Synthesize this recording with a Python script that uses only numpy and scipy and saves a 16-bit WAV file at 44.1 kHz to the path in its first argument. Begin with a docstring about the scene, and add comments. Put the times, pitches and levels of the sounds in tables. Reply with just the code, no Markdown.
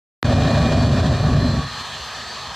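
"""The afterburner of a jet-powered bus roars on a drag strip, heard from the grandstand.
Turbulent combustion radiates a deep rumble and a sputtering upper roar, in which shocks crackle.
When the fuel is cut the roar dies away among the stands, leaving the rush of the exhaust, the hiss of
the intake and the blade tones of the turbine, which rise a little with shaft speed.
The sound cuts in with a click, and a limiter holds the peaks of the roar."""
import sys
import numpy as np
from scipy import signal
from scipy.fft import rfft, irfft, next_fast_len
from scipy.io import wavfile
from scipy.ndimage import uniform_filter1d, minimum_filter1d, map_coordinates

SR = 44100
rng = np.random.default_rng(int(sys.argv[2]) if len(sys.argv) > 2 else 0)


def bounce(signal):
    """Save signal as a 16-bit WAV file at the path given by the first command-line argument."""
    frames = np.transpose(np.atleast_2d(signal))
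    limited = np.clip(frames, -1, 1)
    pcm = np.round(limited * 32767).astype(np.int16)
    wavfile.write(sys.argv[1], SR, pcm)


N = 112454

CUT_IN_S, FUEL_CUT_S = .2285, 1.578

# Likeness of the noise in the left and right channels: frequency_hz, coherence_ratio
STEREO_COHERENCE = [(4050, 1), (4300, 1), (4900, 0.62), (6000, 0.54), (8400, 0.48), (13000, 0.49)]
# Spectrum of the click: frequency_hz, relative_db
CLICK_SPECTRUM = [(40, -19), (150, -2), (320, 3.5), (650, -3.5), (1250, .5), (2000, -3.5), (2600, -13.5),
                  (4000, -8.5), (6000, -23.5), (9500, -33.5), (13000, -32)]
# Spectrum of the exhaust without its flame: frequency_hz, relative_db
EXHAUST_SPECTRUM = [(20, -30), (45, -11), (72, 4), (105, -3.5), (135, 0), (175, -7.5), (240, -4),
                    (290, -15.5), (430, -8), (520, -8.5), (770, -2.5), (950, -2), (1050, -1), (1300, -3),
                    (1440, -9), (1600, -2.5), (1830, -0.5), (2030, -13), (2600, -40)]
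# Envelope of the exhaust: time_s, level_db
EXHAUST_LEVEL = [(.25, -34), (1.6, -34), (1.78, -32.5), (2.0, -34.5), (2.55, -35)]
# Spectrum of the intake air: frequency_hz, relative_db
INTAKE_SPECTRUM = [(1400, -42.5), (2050, -8), (2500, -5.5), (3200, -1.5), (3750, -1.5), (4500, -3),
                   (4850, -7), (5800, -9.5), (7000, -12.5), (8400, -16.5), (9600, -28.5), (11000, -32),
                   (12800, -27.5)]
# Envelope of the intake air: time_s, level_db
INTAKE_LEVEL = [(.25, -37), (.7, -36), (1.0, -37), (1.5, -38.5), (1.7, -35.5), (1.85, -35.5), (2.1, -35.5),
                (2.55, -36.5)]
# Turbine speed against its speed under the afterburner: time_s, speed_ratio
SHAFT_SPEED = [(.25, 1.002), (.9, 1.0), (1.62, .998), (1.72, 1.005), (1.85, 1.014), (2.05, 1.022),
               (2.3, 1.026), (2.55, 1.024)]
# Main blade tones, each with its envelope: pitch_hz, [(time_s, level_db), ...]
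MAIN_BLADE_TONES = [ (1130, [(.4, -42.5), (.5, -37), (.66, -34), (.75, -50), (1.2, -48), (1.29, -33),
                    (1.5, -44.5), (1.61, -33), (1.7, -53)]), (2427, [(.25, -43), (.45, -38), (.73, -37.5),
                    (.88, -44.5), (1.25, -45), (1.7, -51.5), (2.55, -52)]), (3040, [(.25, -49.5),
                    (1.65, -58), (1.82, -45), (1.97, -47), (2.1, -51), (2.4, -55), (2.5, -43)]),
                    (4124, [(.25, -46.5), (.6, -40), (.9, -47), (1.22, -40.5), (1.31, -45), (1.4, -38),
                    (1.49, -36), (1.64, -47), (1.76, -36.3), (1.95, -46), (2.12, -42.5), (2.55, -46)]),
                    (4488, [(.25, -47), (.65, -52), (.8, -38.5), (1.0, -50), (1.24, -43.5), (1.5, -50),
                    (2.1, -46.5), (2.32, -40), (2.55, -51)]), ]
# Fainter blade tones: pitch_hz, level_db
FAINT_BLADE_TONES = [(1222, -47), (3400, -52), (4340, -56), (4850, -64), (6185, -60)]
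# Envelope of the flame up to the fuel cut: time_s, level_db
FLAME_LEVEL = [(.25, -15.5), (.35, -14.5), (.8, -14.5), (1.0, -15), (1.12, -15), (1.18, -19.5),
               (1.26, -15.5), (1.41, -14.5), (1.52, -18)]
# Spectrum of the flame's rumble: frequency_hz, relative_db
RUMBLE_SPECTRUM = [(15, -31), (30, -21), (45, -14), (64, -1), (105, 0), (120, -0.5), (139, 2), (195, -11),
                   (233, -2.5), (265, -5), (300, -17), (350, -17.5), (414, -19), (500, -20.5), (700, -63)]
# Spectrum of the flame's upper roar: frequency_hz, relative_db
ROAR_SPECTRUM = [(300, -37), (500, -14), (545, -3.5), (590, 0), (660, -1.5), (770, -5.5), (850, -17.5),
                 (1020, -12), (1220, -15.5), (1420, -18.5), (1600, -16), (1840, -15), (2050, -28),
                 (2600, -26.5), (3200, -23.5), (4100, -22), (5000, -29.5), (8000, -37), (9700, -59),
                 (13000, -64)]
# Envelope of the upper roar against the rumble: time_s, relative_db
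ROAR_LEVEL = [(.25, -8), (.36, -9.5), (.46, -7.5), (.53, -11.5), (.565, -6.5), (.61, -9.5), (.72, -7),
              (.9, -10.5), (1.15, -10), (1.3, -13), (1.57, -14.5)]


def amp(db):
    """Amplitude ratio of a level in decibels."""
    return 10 ** (np.asarray(db) / 20)


def unit_rms(x):
    """Normalisation to a mean power of 1."""
    return x / np.sqrt(np.mean(x ** 2) + 1e-20)


def clock():
    """Sample times in seconds."""
    return np.arange(N) / SR


def curve(rows):
    """Linear interpolation of (time_s, value) rows at every sample."""
    return np.interp(clock(), *np.transpose(rows))


def at_frequency(rows, hz):
    """Interpolation of (frequency_hz, value) rows on a logarithmic frequency axis."""
    row_hz, values = np.transpose(rows)
    return np.interp(np.log(hz + 1), np.log(row_hz + 1), values)


def wobble(knots_per_s):
    """Smooth random modulation: a spline through Gaussian knots."""
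    return map_coordinates(rng.standard_normal(2048), [clock() * knots_per_s], mode="wrap")


def filtered(x, response):
    """Linear filtering: the spectrum of x is multiplied by a frequency response."""
    size = next_fast_len(N + SR // 2)
    return irfft(rfft(x, size) * response(np.fft.rfftfreq(size, 1 / SR)), size)[..., :N]


def minimum_phase(spectrum, hz):
    """Causal response with the gains of a spectrum table, obtained by folding the cepstrum."""
    gain = amp(at_frequency(spectrum, hz))
    cepstrum = irfft(np.log(np.maximum(gain, 1e-6)))
    half = len(cepstrum) // 2
    return np.exp(rfft(np.r_[cepstrum[0], 2 * cepstrum[1:half], np.zeros(half)]))


def coloured_stereo(pair, spectrum):
    """Partial coherence: two independent signals act as mid and side, the side only in the treble."""
    def response(hz):
        angle = np.arccos(np.clip(at_frequency(STEREO_COHERENCE, hz), -1, 1)) / 2
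        return minimum_phase(spectrum, hz) * [np.cos(angle), np.sin(angle)]

    mid, side = filtered(pair, response)
    return unit_rms(np.array([mid + side, mid - side]))


def turbulence(spectrum, patchy_db):
    """Intermittency: turbulent noise varies in strength over patches of time and frequency."""
    cells = signal.stft(rng.standard_normal((2, N)), nperseg=512)[2]
    patches = uniform_filter1d(rng.standard_normal(cells.shape[1:]), size=4, axis=0)
    patches = uniform_filter1d(patches, size=16, axis=1)
    noise = signal.istft(cells * amp(patchy_db * unit_rms(patches)), nperseg=512)[1][:, :N]
    return coloured_stereo(noise, spectrum)


def click(lag_cycles=.5):
    """Dispersion: group delay is a fixed part of each period, so the low ring trails the treble."""
    def response(hz):
        return minimum_phase(CLICK_SPECTRUM, hz) * np.exp(-2j * np.pi * lag_cycles * np.log(hz + 1))

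    impulse = np.arange(N) == round(CUT_IN_S * SR)
    crack = filtered(impulse, response)
    return amp(-6.5) * crack / np.abs(crack).max()


def airflow():
    """Aerodynamic noise: turbulent flow radiates a rush at the exhaust and a hiss at the intake."""
    rush = amp(curve(EXHAUST_LEVEL) + .3 * wobble(8.7)) * turbulence(EXHAUST_SPECTRUM, patchy_db=1.5)
    hiss = amp(curve(INTAKE_LEVEL) + .9 * wobble(34.97)) * turbulence(INTAKE_SPECTRUM, patchy_db=1.6)
    return rush + hiss


def turbine(waver_depth=.0005, fade_depth=.16):
    """Blade passage: pitch is proportional to shaft speed; moving air makes the tones waver and fade."""
    shaft_time = np.cumsum(curve(SHAFT_SPEED) * (1 + waver_depth * wobble(40))) / SR

    def tone(hz):
        fading = 1 + fade_depth * (wobble(22) + 1j * wobble(22))
        return unit_rms(np.real(fading * np.exp(2j * np.pi * hz * shaft_time)))

    main = sum(amp(curve(envelope)) * tone(hz) for hz, envelope in MAIN_BLADE_TONES)
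    faint = sum(amp(db) * tone(hz) for hz, db in FAINT_BLADE_TONES)
    return main + faint


def crackle(shocks_per_s=800, spread_db=3):
    """Shot noise: shocks arrive as independent impulses of random strength."""
    arrivals = rng.random((2, N)) < shocks_per_s / SR
    strengths = amp(spread_db * np.clip(rng.standard_normal((2, N)), -2, 2))
    return coloured_stereo(arrivals * strengths, ROAR_SPECTRUM)


def flame_decay(flame_db_per_s=185, echo_db=-14, echo_db_per_s=59):
    """Exponential decay: after the fuel cut, reverberation among the stands outlasts the flame."""
    since_cut = np.maximum(clock() - FUEL_CUT_S, 0)
    return np.maximum(amp(-flame_db_per_s * since_cut), amp(echo_db - echo_db_per_s * since_cut))


def afterburner(shock_share=.46, sputter_db=1.74):
    """Combustion noise: a deep rumble, and a crackling upper roar modulated by unsteady burning."""
    rumble = turbulence(RUMBLE_SPECTRUM, patchy_db=.5)
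    shocks = np.sqrt(shock_share) * crackle()  # incoherent sources add in power
    noise = np.sqrt(1 - shock_share) * turbulence(ROAR_SPECTRUM, patchy_db=1.5)
    roar = unit_rms((shocks + noise) * amp(sputter_db * wobble(70.42)))
    flame = amp(curve(FLAME_LEVEL)) * flame_decay()
    return flame * (rumble + amp(curve(ROAR_LEVEL)) * roar)


def scene():
    """Superposition: the pressures of flame, airflow and turbine add."""
    return afterburner() + airflow() + turbine()


def record(dry, open_s=.2405, rise_s=.006, muted_db=-21, ceiling_db=-7, hold_s=.016, top_hz=13200):
    """Gating and limiting: the sound opens just after the click; its peaks and bandwidth are limited."""
    opening = np.clip((clock() - open_s) / rise_s, 0, 1)
    gated = dry * (clock() > CUT_IN_S) * amp(muted_db * (1 - opening)) + click()
    needed_gain = np.minimum(1, amp(ceiling_db) / (np.abs(gated).max(axis=0) + 1e-9))
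    hold = int(hold_s * SR)
    gain = uniform_filter1d(minimum_filter1d(needed_gain, hold), hold)
    return filtered(gated * gain, lambda hz: np.clip((top_hz - hz) / 150, 0, 1))


dry = scene()
out = record(dry)
bounce(out)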